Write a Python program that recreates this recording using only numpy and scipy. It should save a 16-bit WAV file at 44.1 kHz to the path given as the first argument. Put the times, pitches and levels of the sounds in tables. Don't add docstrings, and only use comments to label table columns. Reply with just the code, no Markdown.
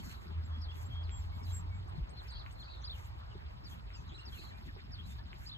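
import sys
import numpy as np
from scipy import signal
from scipy.fft import rfft, irfft, next_fast_len
from scipy.io import wavfile
from scipy.ndimage import uniform_filter1d, map_coordinates

SR = 44100
rng = np.random.default_rng(int(sys.argv[2]) if len(sys.argv) > 2 else 0)


def pcm_store(signal):
    levels = np.round(np.clip(np.atleast_2d(signal), -1, 1) * 32767)
    wavfile.write(sys.argv[1], SR, levels.astype(np.int16).T)


N = 245637
T = np.arange(N) / SR

# [t/s, rumble level/dB, flutter level/dB]
WIND = [(0.0, -41, -49), (0.1, -48, -54.5), (1.0, -44, -61), (1.3, -41.5, -57.5), (1.5, -44, -56),
        (1.85, -47.5, -51.5), (1.97, -35.5, -51.5), (2.13, -50.5, -56.5), (2.3, -46, -60.5),
        (3.15, -48, -64), (3.4, -49.5, -56.5), (3.7, -45.5, -57), (3.92, -47, -59.5), (4.7, -48, -56.5),
        (5.45, -45, -57.5), (5.57, -50.5, -61.5)]
# [f/Hz, relative density/dB]
RUMBLE_TONE = [(18, -33.5), (28, -13), (42, -2), (62, 8), (80, 1.5), (105, 1), (140, -10), (200, -25),
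               (300, -85)]
FLUTTER_TONE = [(70, -17), (120, 3.5), (180, -1), (270, -9), (420, -11), (600, -54.5)]
# [t/s, level/dB, f/Hz, t60/s]
KNOCKS = [(0.31, -32, 184, 0.034), (0.596, -40, 181, 0.043), (1.859, -41.5, 334, 0.034),
          (1.977, -24, 144, 0.096), (2.0, -25, 49, 0.1), (3.151, -44.5, 324, 0.041),
          (3.352, -32.5, 383, 0.034), (4.391, -39, 356, 0.026), (4.763, -38.5, 406, 0.035),
          (4.843, -36.5, 204, 0.04), (5.255, -39, 205, 0.07)]

# [start t/s, hold/s, level/dB]
SWISHES = [(0.049, 0.078, -56), (.22, 0.011, -66), (.48, 0.0041, -74), (.77, 0.054, -61.5),
           (.93, .0, -71.5), (1.19, 0.073, -71), (1.39, .0, -67.5), (1.481, 0.094, -60.5),
           (2.24, 0.036, -68), (2.51, 0.017, -69.5), (2.6, 0.019, -74), (2.96, 0.054, -62.5),
           (3.06, 0.011, -66.5), (3.19, .0, -74), (3.71, 0.019, -62), (3.99, 0.027, -72.5),
           (4.33, 0.073, -61.5), (4.44, 0.044, -65.5), (4.58, 0.024, -71.5), (4.67, .0, -69.5),
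           (5.09, 0.036, -60.5), (5.41, 0.052, -62.5)]
SWISH_RISE_DB_S, SWISH_FALL_DB_S, SWISH_REST_DB = 231, 249, -80.5
# [f/Hz, relative density/dB]
SWISH_TONE = [(800, -25.5), (1500, 7.5), (2500, 3), (4000, -1), (5500, -3), (7000, -0.5), (9000, -8),
              (11000, -7), (13500, -3), (15200, -19.5)]
# [t/s, level/dB]
RUSTLE = [(0, -65), (1.5, -67), (3.4, -66.5), (3.9, -66), (4.7, -62), (5.57, -65.5)]
# [f/Hz, relative density/dB]
RUSTLE_TONE = [(350, -31), (600, -6.5), (1200, -2), (2000, -1), (2800, 0.5), (4000, -1.5), (5200, -3.5),
               (6000, -32.5)]
# [t/s, level/dB, f/Hz, bell half-width/s, left lead/rad]
TICKS = [(0.282, -50, 4500, 0.00028, 2.1), (0.55, -62, 4300, 0.00017, 3.1), (0.61, -64, 1316, 0.00089, 2.8),
         (0.911, -59, 5060, 0.00029, 2.9), (0.99, -63, 1203, 0.0005, 2.9),
         (1.094, -38.5, 2445, 0.00022, 1.3), (2.463, -37, 2170, 0.00035, 1.5),
         (3.25, -69, 5200, .0004, 2.8), (3.75, -60, 2200, 0.00023, 2.5), (3.905, -42.5, 2130, 0.00043, 2.3),
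         (4.764, -49, 900, 0.0008, 1.7), (5.331, -36, 2240, 0.00031, 1.57)]

# [t after cue/s, f/Hz, level against the figure/dB]
CHIRRUP = [
    [(-.013, 4200, -13), (-.007, 4900, -16), (0, 5480, -7), (.012, 4780, -1), (.022, 4500, 0),
     (.03, 4520, -1), (.041, 3350, -6)],
    [(.041, 4650, -15), (.056, 3100, -13)],
]
CHIRRUP_END = [
    [(.066, 3360, -1), (.077, 3170, 0), (.087, 3300, -1), (.092, 3550, -7), (.097, 2900, -6),
     (.105, 2600, -10)],
]
TSIP = [
    [(0, 6000, 3), (.006, 8000, -3), (.018, 8330, -1), (.032, 8420, -13)],
]
PHRASE = [
    [(-.034, 4250, -9), (-.005, 4180, -10)],
    [(0, 4200, -3), (.012, 4240, 1), (.026, 4200, 0), (.047, 3100, -3)],
    [(.032, 4230, -11), (.054, 4240, -11)],
    [(.082, 2280, -14), (.104, 2740, -5)],
]
DROP = [
    [(-.01, 4200, -11), (.006, 3300, -13)],
]
WARBLE = [
    [(0, 4100, -8), (.007, 4620, -1), (.015, 4930, -4), (.023, 5000, -10), (.031, 5050, -11),
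     (.038, 4020, 0), (.047, 4130, -2)],
    [(.055, 3380, -5), (.061, 3650, 0), (.068, 3760, 0), (.075, 4550, -9), (.082, 3450, -3),
     (.087, 3700, -6), (.093, 3050, -6), (.098, 3320, -9), (.103, 2950, -7), (.108, 3250, -10),
     (.114, 2900, -10), (.125, 2750, -14)],
]
SWOOP = [
    [(-.017, 3800, -8), (-.008, 2950, -3), (0, 2630, 0), (.013, 2880, -3), (.018, 3800, -12),
     (.023, 4900, -10)],
]
SWOOP_TOP = [
    [(-.011, 6000, -15), (0, 5380, -12), (.03, 5420, -24)],
]
TUMBLE = [
    [(-.008, 4300, -9), (0, 5050, -3), (.009, 4300, -8), (.016, 4120, 0), (.027, 3950, -6),
     (.034, 3080, -2)],
    [(.062, 3300, -3), (.07, 3700, -12), (.08, 3230, 0)],
]
# [cue t/s, level/dB]
CHIRRUPS = [(0.619, -51), (1.435, -59), (2.284, -54), (3.646, -55), (4.257, -53.5), (4.922, -51.5)]
TSIPS = [(1.878, -74), (2.093, -65.5), (2.306, -69.5), (2.513, -67.5)]
PHRASES = [(1.95, -65), (2.167, -54), (2.38, -57), (2.589, -52)]
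WARBLES = [(2.84, -45.5), (5.459, -47.5)]
SWOOPS = [(3.957, -59), (4.19, -53)]
TUMBLE_CUE_S, TUMBLE_DB = 1.041, -62.5
CHIRRUP_LEAD, CHIRRUP_END_LEAD, TSIP_LEAD, PHRASE_LEAD, DROP_LEAD = 2.75, 2.8, 1.33, 2.5, 1.
WARBLE_LEAD, SWOOP_LEAD, SWOOP_TOP_LEAD, TUMBLE_LEAD, PEEP_LEAD = 2.95, 2.6, 4.1, .6, .45
LEAD_DROP_PER_KHZ, LEAD_KNEE_HZ = 1.3, 4700

# [t/s, length/s, top f/Hz, last f/Hz, level/dB]
PEEPS = [(0.443, 0.027, 7540, 7520, -67.5), (0.847, 0.032, 7500, 7600, -63.5),
         (1.106, 0.11, 7600, 7390, -58.5), (1.333, 0.05, 7380, 7350, -78),
         (1.517, 0.093, 7640, 7580, -52.5), (1.732, 0.065, 7600, 7630, -76.5)]
SCOOP_S, SCOOP_HZ = 0.019, 333
PEEP_START_DB, PEEP_END_DB = -14.5, -10
# [t/s, length/s, first f/Hz, last f/Hz, level/dB, left lead/rad]
WHISTLES = [(0.0, 0.024, 3000, 3350, -57, 3.2), (0.505, 0.105, 3290, 3330, -59, 3.2),
            (0.7, 0.045, 3340, 3420, -63, .6), (0.763, 0.05, 3350, 3330, -68, 1.12),
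            (0.903, 0.04, 3300, 3190, -53, 2.9), (0.947, 0.016, 3530, 3700, -65, 0.88),
            (0.925, 0.105, 3230, 3306, -53.5, 2.7), (1.101, 0.087, 3240, 3320, -62.5, 1.3),
            (1.218, 0.014, 5430, 5180, -67, 3.6), (1.31, 0.054, 2196, 2210, -65, 1.7),
            (1.391, 0.05, 2205, 2240, -66, 1.3), (1.703, 0.068, 2240, 2230, -62.5, 2),
            (2.358, 0.0083, 3510, 2770, -68, 3.7), (2.805, 0.043, 6300, 6900, -71, 0.1),
            (2.818, 0.014, 5850, 6050, -64, 2.2), (3.883, 0.018, 2550, 2640, -70, 1.),
            (3.935, 0.035, 5350, 4620, -56, 3.6), (3.965, .035, 2600, 2590, -69, 1.),
            (4.097, 0.04, 2950, 2300, -67, 2.6), (4.212, 0.052, 2970, 2680, -62, 3.7),
            (4.344, 0.06, 3000, 2440, -57, 1.93), (4.465, 0.018, 3250, 3300, -66, 1.),
            (4.506, 0.02, 2100, 1580, -56, 2.44), (4.513, 0.1, 2330, 2490, -68.5, .5),
            (4.677, 0.031, 2100, 1540, -54, 2.6), (4.909, 0.044, 1900, 1470, -60, 2.4),
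            (5.182, 0.033, 1650, 1810, -62.5, 1.)]
WHISTLE_EDGE_DB = -8
NOTE_WAVER, NOTE_RASP = .26, .13
CLEAN_ABOVE_HZ, CLEAN_SHARE = 6800, .4
TAIL_DB, TAIL_T60_S, TAIL_ALONE = -37, .15, .7

# [t/s, length/s, first f/Hz, middle f/Hz, last f/Hz, width/Hz, pulse rate/Hz, level/dB]
BUZZES = [(0, 0.2, 4400, 4270, 3920, 700, 126, -57), (0.585, 0.045, 4900, 4900, 4900, 1700, 150, -63),
          (2.279, 0.19, 4150, 4370, 4090, 1310, 160, -52),
          (2.635, 0.23, 4430, 4030, 3490, 1260, 143, -52.5),
          (3.302, 0.034, 3100, 2980, 2880, 600, 130, -50.5),
          (3.945, 0.052, 7700, 7100, 6960, 905, 140, -60.5),
          (3.983, 0.094, 7200, 7250, 7300, 700, 130, -71.5), (3.96, 0.07, 5900, 6100, 6050, 1000, 150, -63),
          (4.075, .075, 6300, 6900, 7700, 1500, 150, -68), (4.135, .085, 7900, 7700, 8100, 1900, 150, -69),
          (1.03, .06, 5000, 4300, 3300, 1200, 150, -65), (1.425, .06, 5300, 4500, 3700, 1200, 150, -65),
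          (4.061, 0.046, 4110, 4000, 3880, 500, 160, -56), (4.092, 0.045, 3300, 3390, 3630, 900, 150, -51),
          (4.143, 0.046, 3860, 4100, 3970, 400, 210, -48.5),
          (4.201, 0.025, 4000, 4150, 4080, 500, 170, -50), (4.345, 0.16, 4110, 4185, 4080, 710, 124, -52.5),
          (4.385, 0.063, 4560, 4750, 4700, 700, 100, -59),
          (1.455, 0.065, 4100, 3930, 3970, 350, 100, -58.5), (5.034, .04, 3820, 3980, 4160, 400, 140, -57),
          (5.092, 0.074, 3670, 3590, 3800, 400, 140, -58.5)]
BUZZ_SWING, BUZZ_RASP = .24, .6
BUZZ_CLEAR, BUZZ_HOARSE = .33, .36
BUZZ_DEPTH, BUZZ_BEAT_JITTER = .1, .6
BUZZ_START_DB, BUZZ_END_DB = -1.5, -2.5
BUZZ_UNEVEN_DB = 3
BUZZ_LEAD, BUZZ_ALIKE = 1.2, .5
HIGH_BUZZ_HZ, HIGH_BUZZ_LEAD, HIGH_BUZZ_ALIKE = 6500, .3, .85

# [t/s, f/Hz, level/dB]
DRONE = [(0.2, 78.6, -61), (0.394, 81.1, -40), (0.46, 78.7, -51), (0.5, 80.26, -41.5), (0.75, 81.5, -49.5),
         (1.0, 83.44, -45), (1.7, 89.27, -42.5), (1.78, 92.2, -45.5), (1.9, 95, -53)]
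CRICKET_DB, CRICKET_HZ, CRICKET_RATE_HZ, CRICKET_START_S = -80, 5060, 35.0, .013
# [t/s, level/dB]
ROAR = [(0.0, -57.5), (1.0, -55.5), (1.6, -57), (3.15, -56.5), (3.5, -58), (4.5, -58), (4.7, -60.5),
        (5.57, -61)]
# [f/Hz, relative density/dB]
ROAR_TONE = [(250, -6), (450, -5), (650, 2.5), (950, 5), (1600, -5), (2600, -11), (4500, -15), (5600, -28),
             (7000, -32), (9000, -36.5), (11000, -60), (13500, -37.5), (15200, -53)]

# [f/Hz, left lead/rad, likeness of noise 0-1]
PORTS = [(30, 0, .995), (45, 0, .97), (65, .2, .78), (90, .6, .6), (130, 1.4, .35), (200, .6, .35),
         (300, 2.2, .2), (450, 2.9, .5), (700, 3.1, .88), (1000, 2.6, .8), (1400, 2.2, .55),
         (2000, 2.8, .5), (2800, 3.4, .84), (4000, 3.2, .6), (5000, 3.2, .9), (6000, 4.0, .5),
         (6900, 6.3, .95), (7500, 6.5, .93), (8200, 7.6, .75), (9100, 9.2, .9), (9500, 9.4, .985),
         (10300, 9.45, .985), (11000, 10.9, .45), (11900, 12.55, .96), (12900, 12.7, .9),
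         (13800, 14.6, .55), (14400, 15.7, .99), (15700, 15.7, .99)]
BASS_CUT_HZ, TOP_HZ = 32, 15700
LEFT_RIGHT = np.array([[1], [-1]])


def undb(db):
    return 10 ** (np.asarray(db) / 20)


def curve(rows, at=T):
    s, *columns = np.transpose(rows)
    return [np.interp(at, s, c) for c in columns]


def on_log(rows, hz):
    return curve([(np.log(r[0]), *r[1:]) for r in rows], np.log(hz + 1))


def wander(count, hz):
    width = max(int(SR / hz), 1)
    z = uniform_filter1d(rng.standard_normal((2, count)), width)
    z = uniform_filter1d(z, width)
    return (z[0] + 1j * z[1]) * np.sqrt(.75 * width)


def sung(rows, fade_s):
    start, end = rows[0][0] - fade_s, rows[-1][0] + fade_s
    span = slice(max(int(start * SR), 0), min(int(end * SR), N))
    t = T[span]
    to_edge = np.minimum(t - start, end - t)
    gate = np.sin(np.pi / 2 * np.clip(to_edge / (2 * fade_s), 0, 1)) ** 2
    return span, curve(rows, t), gate


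def glide(hz):
    return np.exp(2j * np.pi * np.cumsum(hz) / SR)


def ports(x):
    size = next_fast_len(N)
    lead = on_log(PORTS, np.arange(size // 2 + 1) * SR / size)[0]
    return irfft(rfft(x, size) * np.exp(.5j * LEFT_RIGHT * lead), size)[:, :N]


def gusty_noise(tone, level_db, patchy_db, patch_s, grain_db, size=1024):
    hz = np.arange(size // 2 + 1) * SR / size
    frames = 4 * N // size + 5
    patch = rng.standard_normal((40, frames))
    patch = uniform_filter1d(patch, 3, axis=0)
    patch = uniform_filter1d(patch, max(int(4 * patch_s * SR / size), 1), axis=1)
    band = np.log2(np.maximum(hz, 20) / 20) * 3.9
    where = np.meshgrid(band, np.arange(frames), indexing="ij")
    patch = map_coordinates(patch / patch.std(), where, order=1)
    gain = undb(on_log(tone, hz)[0][:, None] + patchy_db * patch)

    shared, *alone = rng.standard_normal((3, len(hz), frames, 2)) @ np.array([1, 1j])
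    lead, like = on_log(PORTS, hz)
    like = np.clip(like, 0, 1)[:, None]
    turn = np.exp(.5j * LEFT_RIGHT * lead)[:, :, None]
    spectra = gain * (np.sqrt(like) * turn * shared + np.sqrt(1 - like) * np.array(alone))
    both = signal.istft(spectra, nperseg=size, noverlap=3 * size // 4)[1][:, :N]

    grains = np.repeat(rng.exponential(size=N // 64 + 1), 64)[:N]
    both = both * undb(grain_db * uniform_filter1d(grains, size=64))
    return both / both.std() * undb(level_db)


def wind():
    rumble_db, flutter_db = curve(WIND)
    rumble = gusty_noise(RUMBLE_TONE, rumble_db, 1.82, .15, 0., size=4096)
    flutter = gusty_noise(FLUTTER_TONE, flutter_db, 5.96, .03, 0.24, size=2048)
    return rumble + flutter


def knocks(rise, far_port_db):
    out = np.zeros((2, N))
    for s, db, hz, t60 in KNOCKS:
        t = np.maximum(T - s, 0)
        onset = 1 - np.exp(-t / (rise * t60))
        ring = np.sin(2 * np.pi * hz * t) * undb(-60 * t / t60) * onset
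        out += undb(db) * ring * undb([[0], [far_port_db * (hz > 100)]])
    return out


def swish_level():
    power = undb(2 * SWISH_REST_DB)
    for s, held, db in SWISHES:
        before, after = np.maximum(s - T, 0), np.maximum(T - s - held, 0)
        away_db = SWISH_RISE_DB_S * before + SWISH_FALL_DB_S * after
        power = power + undb(2 * (db - away_db))
    return 10 * np.log10(power)


def ticks():
    out = np.zeros((2, N))
    for s, db, hz, length, lead in TICKS:
        push = np.exp(-((T - s) / length) ** 2)
        out += undb(db) * push * np.cos(2 * np.pi * hz * (T - s) + .5 * lead * LEFT_RIGHT)
    scatter = rng.standard_normal((2, SR // 20)) * undb(-60 * T[:SR // 20] / 0.18)
    return out + undb(-32.5) * signal.fftconvolve(out[1:], scatter)[:, :N]


def small_ticks(per_s, db, spread_db):
    when, pitch, size = rng.random((int(per_s * N / SR), 3)).T
    peaks = undb(db - spread_db * np.log(1 - size))
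    out = np.zeros(N + 400)
    t = T[:400]
    for s, hz, peak in zip(when, 900 * 4.5 ** pitch, peaks):
        start = int(s * N)
        out[start:start + 400] += peak * np.sin(2 * np.pi * hz * t) * undb(-60 * t / 0.015)
    return ports(out[:N])


def leaves():
    swish = gusty_noise(SWISH_TONE, swish_level(), 2.9, .03, 1.1)
    rustle = gusty_noise(RUSTLE_TONE, curve(RUSTLE)[0], 4, .025, 1.2, size=512)
    sparse = small_ticks(per_s=27, db=-56.5, spread_db=1.5)
    dense = small_ticks(per_s=100, db=-70, spread_db=2.0)
    return swish + rustle + ticks() + sparse + dense


def birds():
    out = buzzes()
    wet = out[0].copy()
    for rows, lead in notes():
        span, (hz, db), gate = sung(rows, .004)
        far = CLEAN_SHARE if hz.mean() > CLEAN_ABOVE_HZ else 1
        tone = glide(uniform_filter1d(hz, size=90))
        rasp = np.array([wander(len(hz), hz=500) for _ in range(2)])
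        blur = 1 + far * (NOTE_WAVER * wander(len(hz), hz=90) + NOTE_RASP * rasp)
        if far == 1:
            lead = lead - LEAD_DROP_PER_KHZ * np.clip(hz - LEAD_KNEE_HZ, 0, 1000) / 1000
        sides = np.exp(.5j * lead * LEFT_RIGHT)
        note = np.sqrt(2) * undb(db) * gate * (tone * blur * sides).imag
        out[:, span] += note
        wet[span] += far * note[0]
    shared, *alone = rng.standard_normal((3, SR // 5)) * undb(-60 * T[:SR // 5] / TAIL_T60_S)
    tail = shared * LEFT_RIGHT + TAIL_ALONE * np.array(alone)
    return out + undb(TAIL_DB) * signal.fftconvolve(wet[None], tail)[:, :N]


def notes():
    for figure, cues, lead in [
            (CHIRRUP, CHIRRUPS, CHIRRUP_LEAD), (CHIRRUP_END, CHIRRUPS, CHIRRUP_END_LEAD),
            (TSIP, TSIPS, TSIP_LEAD), (PHRASE, PHRASES, PHRASE_LEAD), (DROP, PHRASES, DROP_LEAD),
            (WARBLE, WARBLES, WARBLE_LEAD), (SWOOP, SWOOPS, SWOOP_LEAD),
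            (SWOOP_TOP, SWOOPS[1:], SWOOP_TOP_LEAD),
            (TUMBLE, [(TUMBLE_CUE_S, TUMBLE_DB)], TUMBLE_LEAD)]:
        for s, db in cues:
            for note in figure:
                yield np.add(note, (s, 0, db)), lead
    for s, length, top, last, db in PEEPS:
        yield [(s, top - SCOOP_HZ, db + PEEP_START_DB), (s + SCOOP_S, top, db),
               (s + (SCOOP_S + length) / 2, (top + last) / 2, db),
               (s + length, last, db + PEEP_END_DB)], PEEP_LEAD
    for s, length, first, last, db, lead in WHISTLES:
        edge = db + WHISTLE_EDGE_DB
        middle = (s + length / 2, (first + last) / 2, db)
        yield [(s, first, edge), middle, (s + length, last, edge)], lead


def buzzes():
    out = np.zeros((2, N))
    for s, length, first, middle, last, width, rate, top in BUZZES:
        rows = [(s, first, top + BUZZ_START_DB), (s + length / 2, middle, top),
                (s + length, last, top + BUZZ_END_DB)]
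        span, (hz, db), gate = sung(rows, .012)
        beat = 2 * np.pi * rate * T[span] + BUZZ_BEAT_JITTER * wander(len(hz), hz=29.0).real
        tone = glide(uniform_filter1d(hz, size=900) + BUZZ_SWING * width * np.cos(beat))

        high = middle > HIGH_BUZZ_HZ
        alike = HIGH_BUZZ_ALIKE if high else BUZZ_ALIKE
        lead = HIGH_BUZZ_LEAD if high else BUZZ_LEAD
        left, right = (wander(len(hz), BUZZ_RASP * width) for _ in range(2))
        right = alike * left + np.sqrt(1 - alike ** 2) * right
        clear = np.exp(.5j * lead * LEFT_RIGHT) * (1 + 0.54 * wander(len(hz), hz=60))
        voice = BUZZ_CLEAR * clear + BUZZ_HOARSE * np.array([left, right])

        db = db + BUZZ_UNEVEN_DB * np.sqrt(2) * wander(len(hz), hz=35).real
        throb = 1 + BUZZ_DEPTH * np.sin(beat)
        out[:, span] += undb(db) * gate * throb * (tone * voice).imag
    return out


def drone():
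    out = np.zeros(N)
    span, (hz, db), gate = sung(DRONE, 0.05086)
    waver = 1 + 0.5 * wander(len(hz), hz=8.7)
    out[span] = np.sqrt(2) * undb(db) * gate * (glide(hz) * waver).imag
    return ports(out)


def cricket():
    swing = np.cos(2 * np.pi * CRICKET_RATE_HZ * (T - CRICKET_START_S))
    stroke = np.maximum(swing, 0) ** 0.66
    waver = (1 + 0.35 * wander(N, hz=121)) * (1 + 0.5 * wander(N, hz=3.0))
    tone = np.exp(2j * np.pi * CRICKET_HZ * T) * waver
    return ports(undb(CRICKET_DB) * 2 * stroke * tone.imag)


def roar():
    return gusty_noise(ROAR_TONE, curve(ROAR)[0], 2.4, .05, 0.9)


def scene():
    return wind() + knocks(rise=0.12, far_port_db=-10.0) + leaves() + birds() + drone() + cricket() + roar()


def record(dry):
    bass_cut = signal.butter(4, BASS_CUT_HZ, "high", fs=SR, output="sos")
    top_cut = signal.ellip(12, .2, 80, TOP_HZ, fs=SR, output="sos")
    return signal.sosfilt(top_cut, signal.sosfilt(bass_cut, dry))


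dry = scene()
out = record(dry)
pcm_store(out)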